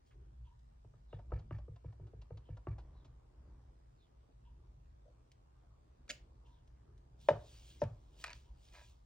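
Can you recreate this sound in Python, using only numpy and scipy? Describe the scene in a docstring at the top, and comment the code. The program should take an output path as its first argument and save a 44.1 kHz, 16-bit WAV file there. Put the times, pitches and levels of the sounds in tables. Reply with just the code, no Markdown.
"""Rubber stamp on a desk

A rubber stamp on a clear block is dabbed onto an ink pad: each dab slaps, shakes the desk and peels off.
Later something crackles, and a hollow object is knocked twice, then slid and scraped over paper.
Faint squeaks, soft bumps and a distant clock lie over the rumble of a quiet room."""
import sys
import numpy as np
from scipy import signal
from scipy.fft import rfft, irfft, next_fast_len
from scipy.io import wavfile
from scipy.ndimage import uniform_filter1d

SR = 44100
rng = np.random.default_rng(int(sys.argv[2]) if len(sys.argv) > 2 else 0)


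def transcribe(u):
    """Save the signal u as a 16-bit wav file named by the first command-line argument.

    u: samples, shape (n,) or (channels, n), limited to [-1, 1]; the rate is SR.
    q: integer samples, one column per channel.
    """
    v = np.clip(np.atleast_2d(u).T, -1, 1)
    q = np.round(v * 32767).astype(np.int16)
    wavfile.write(sys.argv[1], SR, q)


N = 399105

# A fade time (t60) is how long a sound takes to drop 60 dB. Hardness boosts highs, in dB per octave.
# The room's background. Each row: time in seconds, rumble level in dB, hush level in dB.
ROOM_LEVELS = [(0.0, -69, -83.5), (0.3, -55, -81.5), (0.6, -63, -86), (1.03, -60, -82),
               (1.451, -50.5, -83.5), (1.81, -65.5, -82), (2.19, -57, -78), (2.65, -66.5, -78.5),
               (2.867, -51.5, -69), (3.151, -62.5, -75.5), (3.5, -56.5, -71), (3.85, -63, -80),
               (4.28, -63.5, -82), (4.62, -57, -79.5), (5.2, -64, -80), (6.27, -61.5, -75.5),
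               (6.6, -60.5, -77.5), (6.9, -59.5, -76), (8.27, -60.5, -75.5), (9.05, -64.5, -80.5)]
# The tone colours of six noises. Each row: frequency in Hz, relative level in dB.
RUMBLE_COLOUR = [(12, -57), (20, -28), (41, -3), (59, 2.5), (73, -4), (87, -20), (116, -6.5), (162, -19.5),
                 (178, -25), (250, -27), (320, -63.5), (550, -120)]
HUSH_COLOUR = [(88, -31.5), (150, 1.5), (179, -10), (319, -1.5), (504, -9.5), (631, -11), (752, -12.5),
               (975, -13), (2500, -32), (3250, -68.5), (5500, -120)]
SLEEVE_COLOUR = [(150, -33.5), (330, -1.5), (700, -6), (1200, -4), (2500, -39), (5000, -120)]
MIC_NOISE_COLOUR = [(880, -19), (1500, -6), (1620, -6.5), (1780, -7), (2460, -9), (5280, -12), (9500, -18),
                    (12400, -44.5), (20900, -120)]
WIDE_NOISE_COLOUR = [(18, -46.5), (30, -15.5), (64, -3.5), (170, -4.5), (336, -5), (584, -4.5), (962, -7),
                     (2060, -24.5), (3140, -25), (9460, -30), (16000, -42.5)]
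PAPER_COLOUR = [(880, -43.5), (1500, -19), (2080, -9), (2190, -7), (2660, -4.5), (3380, 0.5), (4000, -2),
                (7920, -7), (12100, -15.5), (16000, -19.5)]
# Soft bumps. Each row: start in seconds, level in dB, pitch in Hz, width in octaves.
BUMPS = [(.062, -79, 3400, .35), (.105, -60.5, 1900, 0.56), (7.798, -53, 5500, 0.19),
         (4.285, -57, 352, 0.81), (5.05, -55.5, 550, 0.18), (5.075, -52.5, 560, 0.21),
         (5.63, -55.5, 624, 0.27), (6.09, -42, 574, 0.2), (6.095, -48, 250, 0.52)]
# Short swishes over paper. Each row: loudest moment in seconds, level in dB, fall in dB per second.
SWISHES = [(.07, -78, 203), (6.125, -64, 238), (6.47, -82, 106), (7.214, -68, 51.5)]
# Long strokes over paper, one list each. Each row: time in seconds, hiss level in dB.
SLIDES = [
    [(7.3, -101), (7.47, -69.5), (7.57, -65.5), (7.62, -68), (7.7, -63.5), (7.8, -73.5), (7.92, -83),
     (8.1, -82)],
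    [(8.1, -81), (8.17, -73), (8.22, -58.5), (8.26, -77), (8.32, -89), (8.35, -65.5), (8.48, -83),
     (8.56, -86)],
    [(8.56, -82.5), (8.65, -70), (8.71, -73.5), (8.74, -66.5), (8.85, -68), (8.9, -70.5), (8.95, -82),
     (9.05, -91)],
]
# The object drags hard. Each row: start and length in seconds, first and last level in dB.
RASPS = [(8.219, 0.018, -74, -102), (8.257, 0.063, -54.5, -55), (8.753, 0.095, -56, -73)]
# Resonances of the dragged object and the loose pad case. Each row: pitch and width in Hz, level in dB.
SCRAPE_PEAKS = [(621, 86, -1), (970, 35, 1.5), (1300, 23, -1), (1655, 29, 6), (1869, 80, -6),
                (2066, 91, -7), (2435, 73, 3), (2478, 45, -2), (2930, 79, -7.5), (3600, 60, -7.5),
                (3986, 67, -5), (4550, 50, -7), (5203, 54, -10.5), (6150, 160, -19)]
RATTLE_PEAKS = [(740, 300, 1.5), (1300, 73, 0), (1746, 120, 2), (2306, 70, 1), (2740, 200, -11),
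                (4130, 500, -24.5), (4630, 490, -19)]
# Swells of the room's low hush, and small dry ticks. Each row: start in seconds, level in dB.
HUSH_SWELLS = [(0.129, -67), (1.261, -67), (2.01, -62), (3.151, -78), (4.55, -71.5), (6.85, -70)]
TICKS = [(0.591, -72), (5.3164, -58), (6.675, -67.5), (6.9774, -67)]
# The clock's unevenness. Each entry: how much louder one tick is, in dB.
CLOCK_ACCENTS_DB = [0.5, -5.5, 0.5, 1.5, -2]
# Stamp dabs. Each row: start in seconds, slap and desk thud in dB, hardness, pressed pad's pitch in Hz,
# edge clack's pitch in Hz and relative level in dB, rattle in dB, boost of the case's ring in dB.
DABS = [(0.845, -56.5, -54.5, -6, 424, 920, -5, -77, 5), (0.937, -60, -63.5, -2, 435, 1230, -3, -69, 3),
        (1.128, -39.5, -40, -2, 445, 2780, -14, -54.5, 3.5),
        (1.319, -33.5, -35.5, -4, 494, 1344, -5, -46.5, 4.5),
        (1.508, -37.5, -35.5, 2, 343, 1193, -5.5, -48, -2.5),
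        (1.68, -46.5, -42.5, -11.5, 487, 1320, -15, -75, -2.5),
        (1.843, -46.5, -40, -10.5, 488, 1000, -4, -57.5, 2.5),
        (1.996, -51, -44, -9, 390, 950, -13, -65.5, 4), (2.133, -51, -48.5, -11, 450, 829, -13, -82, 2),
        (2.305, -43.5, -41, -4, 455, 1090, -24, -64, -1),
        (2.488, -46, -39.5, -10, 528, 800, -13, -58.5, 2.5),
        (2.669, -35, -34.5, 0, 350, 1290, -4, -49, -2.5)]
# The tones that struck things ring with. Each row: pitch in Hz, relative level in dB, fade in seconds.
CASE_TONES = [(318, -8, 0.058), (654, 4, 0.024), (771, -7.5, 0.043), (917, -10, 0.065),
              (1250, -12.5, 0.045), (1614, -12, 0.025), (2000, -16.5, 0.022), (2310, -17.5, 0.016),
              (2760, -18.5, .02), (3700, -33, .015)]  # stamp block and pad case
DESK_TONES = [(53.3, 1.5, 0.34), (60.87, 4, 0.4), (83.1, -7.5, 0.3), (104.2, 10.5, 0.25), (119.4, 4, 0.28),
              (150.8, -0.5, 0.24), (218.7, -18.5, 0.24), (330, -10.5, 0.022)]
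BRITTLE_TONES = [(1496, -1.5, 0.026), (1680, -32, 0.022), (2150, -13, 0.013), (2550, 5, 0.023),
                 (2700, 0, .02), (3500, 0, 0.032), (3820, 0.5, 0.018), (4330, -8, 0.015),
                 (4620, -4.5, 0.028), (5700, 0, 0.016), (6180, 2, 0.022), (6740, -9, 0.022),
                 (7600, -4, 0.0061)]
HOLLOW_TONES = [(291.3, -21.5, 0.093), (463.3, -8.5, 0.054), (530, -12, 0.07), (588, 6.5, 0.043),
                (628, -7, .05), (733, -16.5, 0.03), (910, -7, 0.046), (972, -12.5, 0.05),
                (1318, -24.5, 0.058), (1612, -25, 0.057), (1820, -15, 0.019), (1974, -22.5, 0.025),
                (2480, -23.5, 0.021), (3484, -28, 0.013), (4850, -36.5, 0.01454)]
# Squeaks. Each row: start and length in seconds, first and last pitch in Hz, level in dB.
SQUEAKS = [(1.062, 0.15, 4030, 3130, -73.5), (2.426, 0.1, 3300, 2780, -77),
           (2.894, 0.21, 4600, 2920, -79.5), (3.957, 0.15, 4490, 2780, -76.5),
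           (6.435, 0.23, 4320, 2790, -80.5)]
# The rubber peels off. Each row: start in seconds, sticky noise and case knock in dB,
# fade of the sticky noise in seconds.
PEELS = [(1.188, -69.5, -46, 0.065), (1.3008, -73, -53, 0.057), (1.349, -72, -67, 0.081),
         (1.388, -59.5, -49, 0.055), (1.548, -69, -58, 0.05), (1.582, -60.5, -47, 0.04),
         (1.7585, -60.5, -54.5, 0.04), (1.9235, -68, -54.5, .05), (2.0666, -69, -55, 0.061),
         (2.215, -56.5, -53.5, 0.044), (2.371, -55.5, -51.5, 0.041), (2.568, -60, -46.5, 0.046),
         (2.781, -62, -44, 0.095), (3.045, -60.5, -54, 0.065)]
# Brittle snaps; then the knocked object's crisp edge and rebounds, and catches of the dragged object. Each row:
# start in seconds, peak in dB, hardness, multiplier for the ring's length.
SNAPS = [(6.08, -57, -5, 0.7), (6.0845, -65, -1, 0.76), (6.091, -46, -13, 0.6), (6.0935, -37, 5, 0.92),
         (6.102, -35, -14.5, 0.62), (6.0995, -30.5, -2, 0.38), (6.1045, -32, 9, 0.33),
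         (6.1073, -29, 2, 0.37), (6.1135, -35, 1.5, 0.31), (6.127, -62, -2, 0.6)]
REBOUNDS_AND_CATCHES = [(7.8165, -57, 9, 0.25), (7.825, -59, -11, 0.6), (7.838, -44, -6, 1), (7.853, -58.5, 4, 0.72),
                        (8.2405, -27.5, 3, 0.55), (8.2432, -32.5, -1, 0.87), (8.249, -40, 4.5, 0.44),
                        (8.257, -55.5, -1, 0.64), (8.264, -44, 4, 0.46), (8.27, -43, -1, 0.52), (8.2795, -44, -1, 0.51),
                        (8.294, -50, 1, 0.81), (8.303, -43, 10, 0.95), (8.311, -45, -5, 0.43), (8.331, -40, 16, 0.6),
                        (8.685, -58, 28, 0.33), (8.817, -57.5, -27, 0.87)]
# Knocks and their bounces. Each row: start in seconds, peak in dB, hardness,
# multiplier for the ring's length, seconds it rings freely.
KNOCKS = [(7.286, -11, 2.5, 1, .011), (7.3025, -23, -4.5, 3.3, 0.015), (7.332, -38, -2, 1.4, .01),
          (7.817, -22, -3, 1.2, 0.026), (7.84, -40.5, -3, 0.95, .01)]
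# The knocks shake the desk. Each row: start in seconds, peak in dB, hardness.
DESK_THUDS = [(7.296, -35.5, 15), (7.816, -34.5, 12.5), (7.839, -37.5, 6)]
# The room's echo. Each row: frequency in Hz, fade time in seconds.
ECHO_FADES = [(100, 0.24), (300, 0.48), (600, 0.35), (1500, 0.27), (4000, 0.26), (10000, 0.18)]
# How far the left microphone leads the right. Each row: frequency in Hz, phase in radians.
LEFT_LEAD = [(150, 0.6), (380, 0.35), (620, 0.46), (900, 0.77), (1500, 0.34), (2200, 0.33), (3300, 1.32),
             (5000, .5), (7500, 1.8), (16000, 2.5)]
# Left-right balance. Each row: frequency in Hz, share of the panning (negative leans right).
PAN_SHARES = [(200, 0.45), (600, 0.72), (1000, 0.76), (1500, -0.41), (3000, -0.63), (6000, .05)]
# What both sides share has dull treble but a lifted very top. Each row: frequency in Hz, gain in dB.
CENTRE_COLOUR = [(20, 2.5), (8000, -3.5), (9500, -6), (10300, -19.5), (13800, -27.5), (15000, 11)]


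def gain_of(db):
    """Turns decibels into a multiplier."""
    return 10 ** (np.asarray(db) / 20)


def evened(x):
    """Scales a signal to an average (rms) level of 1."""
    return x / np.sqrt(np.mean(x ** 2) + 1e-20)


def wobble(count, smoothing):
    """A random wander; more smoothing makes it slower."""
    return evened(uniform_filter1d(rng.standard_normal(count), size=smoothing))


def look_up(points, hz):
    """Reads between the rows of a frequency table."""
    f, value = np.transpose(points)
    return np.interp(np.log(hz + 1), np.log(f + 1), value)


def add(mix, s, sound):
    """Adds a sound at s seconds."""
    part = mix[round(s * SR):][:len(sound)]
    part += sound[:len(part)]


def coloured(x, colour):
    """Filters a signal by a tone colour table."""
    size = next_fast_len(x.shape[-1])
    gains = gain_of(look_up(colour, np.fft.rfftfreq(size, 1 / SR)))
    return irfft(rfft(x, size) * gains, size)[..., :x.shape[-1]]


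def resonant(peaks):
    """Turns resonances into a tone colour with little bass."""
    hz = np.geomspace(100, 16000, num=300)
    power = sum(gain_of(2 * db) / (1 + (2 * (hz - f) / width) ** 2) for f, width, db in peaks)
    return np.c_[hz, 10 * np.log10(power / (1 + (500 / hz) ** 4))]


def noise(colour, patchy_db, frames=7):
    """Coloured noise whose level drifts in patches of pitch and time."""
    real, imag, patches = rng.standard_normal((N // 512 + 3, 513, 3)).T
    patches = uniform_filter1d(patches, size=10, axis=0)
    patches = evened(uniform_filter1d(patches, size=frames, axis=1))
    spectra = (real + 1j * imag) * gain_of(patchy_db * patches)
    white = signal.istft(spectra, nperseg=1024, noverlap=512)[1][:N]
    return evened(coloured(white, colour))


def ring(tones, rise_cycles, lag_cycles, hard_db=0., detune=0., longer=1., scatter_db=0.):
    """Fading tones with a peak of 1; low ones arrive later and swell slower, as bending waves do."""
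    out = np.zeros(int(SR * min(.5, .03 + longer * max(tone[2] for tone in tones))))
    for (hz, db, t60), (pitch_luck, level_luck) in zip(tones, rng.standard_normal((len(tones), 2))):
        t = np.maximum(np.arange(len(out)) / SR - lag_cycles / hz, 0)
        swell = (1 - np.exp(-t * hz / rise_cycles)) ** 2
        start_db = db + scatter_db * level_luck + hard_db * np.log2(hz / 600)
        level = gain_of(start_db - 60 * t / (t60 * longer))
        out += level * swell * np.sin(2 * np.pi * hz * (1 + detune * pitch_luck) * t)
    return out / abs(out).max()


def burst(db, hz, octaves, t60, rise_s=0.00017):
    """A puff of noise around one pitch that rises and fades."""
    t = np.arange(16384) / SR
    bell = np.exp(-.5 * (np.log2(np.fft.rfftfreq(len(t), 1 / SR) / hz + 1e-9) / octaves) ** 2)
    puff = evened(irfft(rfft(rng.standard_normal(len(t))) * bell))
    return puff * gain_of(db - 60 * t / t60) * (1 - np.exp(-t / rise_s))


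def background():
    """The room's rumble and hush wander, sleeves shift on paper and the microphone hisses."""
    s, rumble_db, hush_db = np.transpose(ROOM_LEVELS)
    t = np.arange(N) / SR
    rumble = noise(RUMBLE_COLOUR, 1.5) * gain_of(np.interp(t, s, rumble_db))
    hush = noise(HUSH_COLOUR, 1.7, frames=14) * gain_of(np.interp(t, s, hush_db))
    stir = evened(uniform_filter1d(wobble(N, 4000), size=2000))
    sleeves = noise(SLEEVE_COLOUR, 3, frames=4) * gain_of(-86 + 4.5 * np.tanh(stir))
    mic_hiss = gain_of(-86.5) * noise(MIC_NOISE_COLOUR, 2.2)
    wide = gain_of(-76) * noise(WIDE_NOISE_COLOUR, 1.0) * np.array([[1], [-1]])  # opposite on each side
    return rumble + hush + sleeves + mic_hiss + wide


def soft_bumps():
    """Puffs of noise that start gently."""
    out = np.zeros(N)
    for s, db, hz, octaves in BUMPS:
        add(out, s, burst(db, hz, octaves, t60=0.094, rise_s=0.019))
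    return out


def paper_strokes():
    """Paper hisses under each stroke; the object sticks and slips about 90 times a second and rasps."""
    t = np.arange(N) / SR
    slip_count = np.cumsum(90 * (1 + 0.13 * wobble(N, 600))) / SR
    slips = 0.35 + np.exp(-(slip_count % 1) / 0.31)
    hiss = noise(PAPER_COLOUR, 2.1, frames=3)
    scrape = evened(slips * noise(resonant(SCRAPE_PEAKS), 0.97))
    rise_db_per_s, edge_db_per_s = 563.5, 743.5
    rub = sum(gain_of(np.interp(t, *np.transpose(rows), -200, -200)) for rows in SLIDES)
    for s, db, fall_db_per_s in SWISHES:
        rub += gain_of(db - np.maximum(rise_db_per_s * (s - t), fall_db_per_s * (t - s)))
    drag = gain_of(-16) * rub  # even a light stroke scrapes a little
    for s, length, first_db, last_db in RASPS:
        outside_s = np.maximum(np.maximum(s - t, t - s - length), 0)
        drag += gain_of(np.interp(t, [s, s + length], [first_db, last_db]) - edge_db_per_s * outside_s)
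    return hiss * rub + scrape * drag


def hush_swells():
    """The room's low hush swells softly and slowly fades."""
    out = np.zeros(N)
    for s, db in HUSH_SWELLS:
        add(out, s, burst(db, hz=363, octaves=0.27, t60=0.57, rise_s=0.019))
    return out


def clock():
    """A distant clock ticks every two seconds, dull with a faint high edge."""
    out = np.zeros(N)
    for s, db in zip(np.arange(.445, N / SR, 2.0), CLOCK_ACCENTS_DB):
        add(out, s, burst(db - 64, hz=953, octaves=0.081, t60=0.32, rise_s=0.045))
        add(out, s, burst(db - 73, hz=3050, octaves=0.2, t60=0.22, rise_s=0.013))
    return out


def dry_ticks():
    """Tiny, bright puffs of noise."""
    out = np.zeros(N)
    for s, db in TICKS:
        add(out, s, burst(db, hz=3570, octaves=0.9, t60=0.032, rise_s=0.0014))
    return out


def stamp_dabs():
    """Each dab slaps the pad case and shakes the desk; the loose case rattles while the desk swings."""
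    slaps, desk, rattle_level = np.zeros((3, N))
    for s, slap_db, thud_db, hard_db, pad_hz, clack_hz, clack_db, rattle_db, case_db in DABS:
        shake = ring(DESK_TONES, 0.53, 0.95, detune=0.014)
        add(desk, s, gain_of(thud_db) * shake)
        case = [(hz, db + case_db, t60) for hz, db, t60 in CASE_TONES]
        pad = (pad_hz, 6, 0.034)
        clack = (clack_hz, clack_db - hard_db * np.log2(clack_hz / 600), 0.038)  # cancels the hardness
        add(slaps, s, gain_of(slap_db) * ring(case + [pad, clack], 0.69, 0.34, hard_db, detune=0.028))
        speed = abs(np.gradient(shake))
        jolt = 0.5 * np.exp(-np.arange(len(shake)) / (0.027 * SR))
        add(rattle_level, s, gain_of(rattle_db) * (speed / speed.max() + jolt) ** 1.4)
    rattle = coloured(rattle_level * rng.standard_normal(N), resonant(RATTLE_PEAKS))
    return slaps + rattle, desk


def squeaks():
    """Faint, fuzzy whistles that fall in pitch."""
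    out = np.zeros(N)
    for s, length, start_hz, end_hz, db in SQUEAKS:
        count = round(length * SR)
        whistle = np.sin(2 * np.pi * np.cumsum(np.linspace(start_hz, end_hz, count)) / SR)
        add(out, s, gain_of(db) * wobble(count, 60) * whistle * np.hanning(count))
    return out


def stamp_peels():
    """Sticky rubber peels off the pad, with a ring of the case and a dull thump."""
    out = np.zeros(N)
    for s, sticky_db, knock_db, t60 in PEELS:
        add(out, s, burst(sticky_db, hz=3280, octaves=0.64, t60=t60, rise_s=0.0058))
        case = ring(CASE_TONES, 5.1, 1.6, hard_db=-0.75, detune=0.09, scatter_db=-1.5)
        add(out, s, gain_of(knock_db - 11.5) * case)
        add(out, s, burst(knock_db + 0.5, hz=645, octaves=0.7, t60=0.048, rise_s=0.011))
    return out


def snaps(events, tones, grit_db):
    """Each sudden release chatters for an instant and rings another spot, with a crack and some grit."""
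    out = np.zeros(N)
    for s, db, hard_db, longer in events:
        chatter = rng.standard_normal(300) ** 3 * np.exp(-np.arange(300) / (.0008 * SR))
        tone = ring(tones, 0.7, 0.78, hard_db, detune=0.085, longer=longer, scatter_db=3.5)
        clack = np.convolve(chatter, tone)
        add(out, s, gain_of(db) * clack / abs(clack).max())
        crack = burst(db - 7.5, hz=4950, octaves=0.7, t60=.009)
        grit = burst(db + grit_db, hz=2250, octaves=0.43, t60=0.028)
        add(out, s, crack + grit)
    return out


def hollow_knocks():
    """A hollow object rings at each contact until it sits down again; the desk shakes just after."""
    rings, crunch, desk = np.zeros((3, N))
    choke_db_per_s = 3498
    for s, db, hard_db, longer, free_s in KNOCKS:
        tone = ring(HOLLOW_TONES, 1.6, 0.033, hard_db, longer=longer)
        seated_s = np.maximum(np.arange(len(tone)) / SR - free_s, 0)
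        add(rings, s, tone * gain_of(db - choke_db_per_s * seated_s))
        crack = burst(db - 27.5, hz=2000, octaves=0.94, t60=0.054)
        add(crunch, s, crack + burst(db - 24, hz=590, octaves=0.76, t60=0.23, rise_s=0.015))
    for s, db, hard_db in DESK_THUDS:
        add(desk, s, gain_of(db) * ring(DESK_TONES, 0.22, 1.5, hard_db, detune=0.015))
    return rings, crunch, desk


def rebounds_and_catches():
    """The knocked object rebounds, and later the dragged object catches and lets go; the hand on it shortens
    its ring."""
    damping_hz = 158
    tones = [(hz, db, np.log(1000) / (np.pi * (width + damping_hz))) for hz, width, db in SCRAPE_PEAKS]
    return snaps(REBOUNDS_AND_CATCHES, tones, grit_db=-11)


def room_echo(x):
    """Many small reflections, different on each side; each pitch fades at its own speed."""
    taps = np.zeros((2, SR // 2))
    arrivals = np.arange(300, SR // 2 - 20, 20) + rng.integers(0, 20, (2, (SR // 2 - 301) // 20))
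    np.put_along_axis(taps, arrivals, rng.choice([-1., 1.], arrivals.shape), 1)
    hz, t, spectra = signal.stft(taps, SR, nperseg=256)
    fade = gain_of(-60 * t / look_up(ECHO_FADES, hz)[:, None])
    tail = signal.istft(spectra * fade, SR, nperseg=256)[1]
    tail = tail + 0.25 * tail[::-1]  # each side hears some of the other's echoes
    return signal.fftconvolve(x[None], tail / np.linalg.norm(tail[0]), axes=1)[:, :N]


def stereo(x, pan_db, lead_share=1):
    """Two close microphones: the balance and timing between them change with pitch."""
    size, side = next_fast_len(N), np.array([[1], [-1]])
    hz = np.fft.rfftfreq(size, 1 / SR)
    phase = np.exp(.5j * side * lead_share * look_up(LEFT_LEAD, hz))
    balance = gain_of(side * pan_db * look_up(PAN_SHARES, hz) / 2)
    return irfft(rfft(x, size) * phase * balance, size)[:, :N]


def scene():
    """Sounds in the air come with the room's echo; the desk's shaking reaches both sides alike."""
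    dabs, dab_thuds = stamp_dabs()
    handling = dabs + stamp_peels() + dry_ticks() + soft_bumps() + hush_swells()
    knocks, crunch, knock_thuds = hollow_knocks()
    small = paper_strokes() + snaps(SNAPS, BRITTLE_TONES, grit_db=-23) + rebounds_and_catches()
    small += squeaks() + clock()
    direct = stereo(handling, 2.0) + stereo(knocks + crunch, 2.5, lead_share=.9) + stereo(small, 0.37)
    echo = room_echo(gain_of(-13.5) * (handling + small) + gain_of(-23) * knocks + gain_of(-9) * crunch)
    return direct + echo + dab_thuds + knock_thuds + background()


def record(dry):
    """Colours what both sides share, then cuts everything above 15.9 kHz."""
    mid, side = (dry[0] + dry[1]) / 2, (dry[0] - dry[1]) / 2
    pair = coloured(mid, CENTRE_COLOUR) + side * np.array([[1], [-1]])
    low_pass = signal.firwin(511, 15900, window=("kaiser", 9), fs=SR)
    return signal.oaconvolve(pair, low_pass[None], "same")


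dry = scene()
out = record(dry)
transcribe(out)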